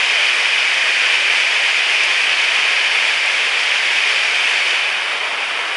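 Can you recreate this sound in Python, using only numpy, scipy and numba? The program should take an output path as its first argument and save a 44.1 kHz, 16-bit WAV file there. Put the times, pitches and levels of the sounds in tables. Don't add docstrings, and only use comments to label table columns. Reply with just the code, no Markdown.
import sys
import numpy as np
from scipy import signal
from scipy.fft import rfft, irfft
from scipy.io import wavfile
from scipy.ndimage import uniform_filter1d
from numba import njit

SR = 44100
rng = np.random.default_rng(int(sys.argv[2]) if len(sys.argv) > 2 else 0)


def magnitude_from_level(level_db):
    exponent = np.asarray(level_db, float) / 20
    return 10 ** exponent


def store_wav(level_fs):
    pcm = np.round(np.clip(np.atleast_2d(level_fs), -1, 1) * 32767)
    wavfile.write(sys.argv[1], SR, pcm.T.astype(np.int16))


N = 254016


def unit(x):
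    return x / np.sqrt(np.mean(x ** 2))


def colour(x, *spectra):
    log_hz = np.log(np.arange(N // 2 + 1) * SR / N + 1)
    gain_db = 0
    for spectrum in spectra:
        hz, db = np.transpose(spectrum)
        gain_db = gain_db + np.interp(log_hz, np.log(hz), db)
    return irfft(rfft(x) * magnitude_from_level(gain_db), N)


def walk(rate_hz):
    hold = int(SR / rate_hz)
    levels = np.repeat(rng.standard_normal(N // hold + 1), hold)
    smooth = uniform_filter1d(uniform_filter1d(levels, hold), hold)
    return unit(smooth[:N])


def band_noise(size, lo_hz, hi_hz):
    hz = np.arange(size // 2 + 1) * SR / size
    inside = (hz > lo_hz) & (hz < hi_hz)
    return unit(irfft(rfft(rng.standard_normal(size)) * inside, size))


def tackle():
    # start_s, level_db, length_s, centre_hz, width_hz
    swishes = [
        (2.033, -22, 0.0095, 7800, 5400),
        (2.038, -29, .026, 9600, 1800),
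        (3.257, -24, .008, 8300, 3000),
    ]
    out = np.zeros(N)
    for start_s, level_db, length_s, centre_hz, width_hz in swishes:
        size = int(length_s * SR)
        burst = np.hanning(size) * band_noise(size, centre_hz - width_hz / 2, centre_hz + width_hz / 2)
        out[int(start_s * SR):][:size] += magnitude_from_level(level_db) * burst
    return out


def shading(x, surge_db, flicker_db):
    # time_s, turn (0-1)
    head_turn = [
        (0, 0),
        (1.5, 0),
        (3.5, 0.11),
        (4.3, 0.06),
        (4.7, 0.07),
        (4.95, 0.66),
        (5.3, 0.96),
        (5.76, 0.98),
    ]
    # frequency_hz, gain_db
    head_shadow = [(500, 0.5), (1300, 1.5), (1800, -5.5), (2400, -6.5), (3600, -5.5), (5000, -8),
                   (6500, -8.5), (10000, -4.5)]
    turn = np.interp(np.arange(N) / SR, *np.transpose(head_turn))
    shadow_hz, shadow_db = np.transpose(head_shadow)
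    octave = np.log2(np.arange(N // 2 + 1) * SR / N + 1)
    centres = np.arange(8.4, 13.8, 0.25)
    spectrum, surge, out = rfft(x), walk(24.05), 0
    for centre in centres:
        share = np.interp(octave, centres, centres == centre)
        level_db = turn * np.interp(centre, np.log2(shadow_hz), shadow_db)
        level_db = level_db + surge_db * surge + flicker_db * walk(14)
        out = out + magnitude_from_level(level_db) * irfft(spectrum * share, N)
    return out


def tunnel(x, t60_s, wash_db):
    block = 1024
    moments = np.pad(x, (0, -N % block)).reshape(-1, block)
    t = np.arange(24 * block) / SR
    decay = np.exp(-np.log(1000) * t / t60_s)
    tails = rng.standard_normal((len(moments), len(t))) * decay
    wash = np.zeros(N)
    for k, echoes in enumerate(signal.fftconvolve(moments, tails, axes=1)):
        wash[(k * block + np.arange(len(echoes))) % N] += echoes
    return unit(x) + magnitude_from_level(wash_db) * unit(wash)


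def spray():
    return rng.standard_normal(N)


@njit
def ring(length, start, turn, size, cycles, glide):
    out = np.zeros(length)
    for k in range(len(start)):
        span = int(cycles * 2 * np.pi / turn[k])
        step = np.exp(1j * turn[k] - 5 / span)
        bend = np.exp(1j * turn[k] * glide / span)
        z = size[k] + 0j
        for i in range(start[k], min(start[k] + span, length)):
            z *= step
            step *= bend
            out[i] += z.imag
    return out


def weir(cycles, glide, scatter_db):
    when, pitch, chance = rng.random((200000, 3)).T
    turn = 2 * np.pi * (40 + 12500 * pitch) / SR
    size = np.sqrt(turn) * magnitude_from_level(scatter_db * chance)
    return ring(N, (when * N).astype(np.int64), turn, size, cycles, glide)


def scene():
    bubbles = weir(cycles=7.0, glide=0.2, scatter_db=6.0)
    rush = unit(tunnel(bubbles, t60_s=0.54, wash_db=2.5)) + magnitude_from_level(2.5) * spray()
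    water = shading(rush, surge_db=0.33, flicker_db=0.24)
    mono = unit(water) + magnitude_from_level(23.5) * tackle()
    return np.array([mono, mono])


def low_pass(x):
    return signal.sosfilt(signal.butter(12, 11200, fs=SR, output="sos"), x)


def record(dry):
    # frequency_hz, gain_db
    bass_cut = [(25, -73), (50, -66), (80, -44), (130, -32.5), (200, -23), (300, -17.5), (410, -7.5),
                (700, -3), (1400, -0.5)]
    # frequency_hz, gain_db
    port = [(1400, -13), (1620, -8), (2000, -5), (2250, -1.5), (2450, 0.5), (2780, -5.5), (3030, -3.5),
            (3400, -10), (3700, -12.5), (4050, -19), (4550, -14.5), (5000, -16), (6000, -21.5),
            (7600, -28.5), (9900, -29.5)]
    # frequency_hz, gain_db
    skirt = [(9900, 0), (10400, -4.5), (10800, -14), (11050, -24), (11250, -36), (11600, -80)]
    mid = colour(dry[0], bass_cut, port, skirt)
    mid = mid * magnitude_from_level(-15.5) / np.std(mid[:4 * SR])
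    return low_pass(np.array([mid, mid]))


dry = scene()
out = record(dry)
store_wav(out)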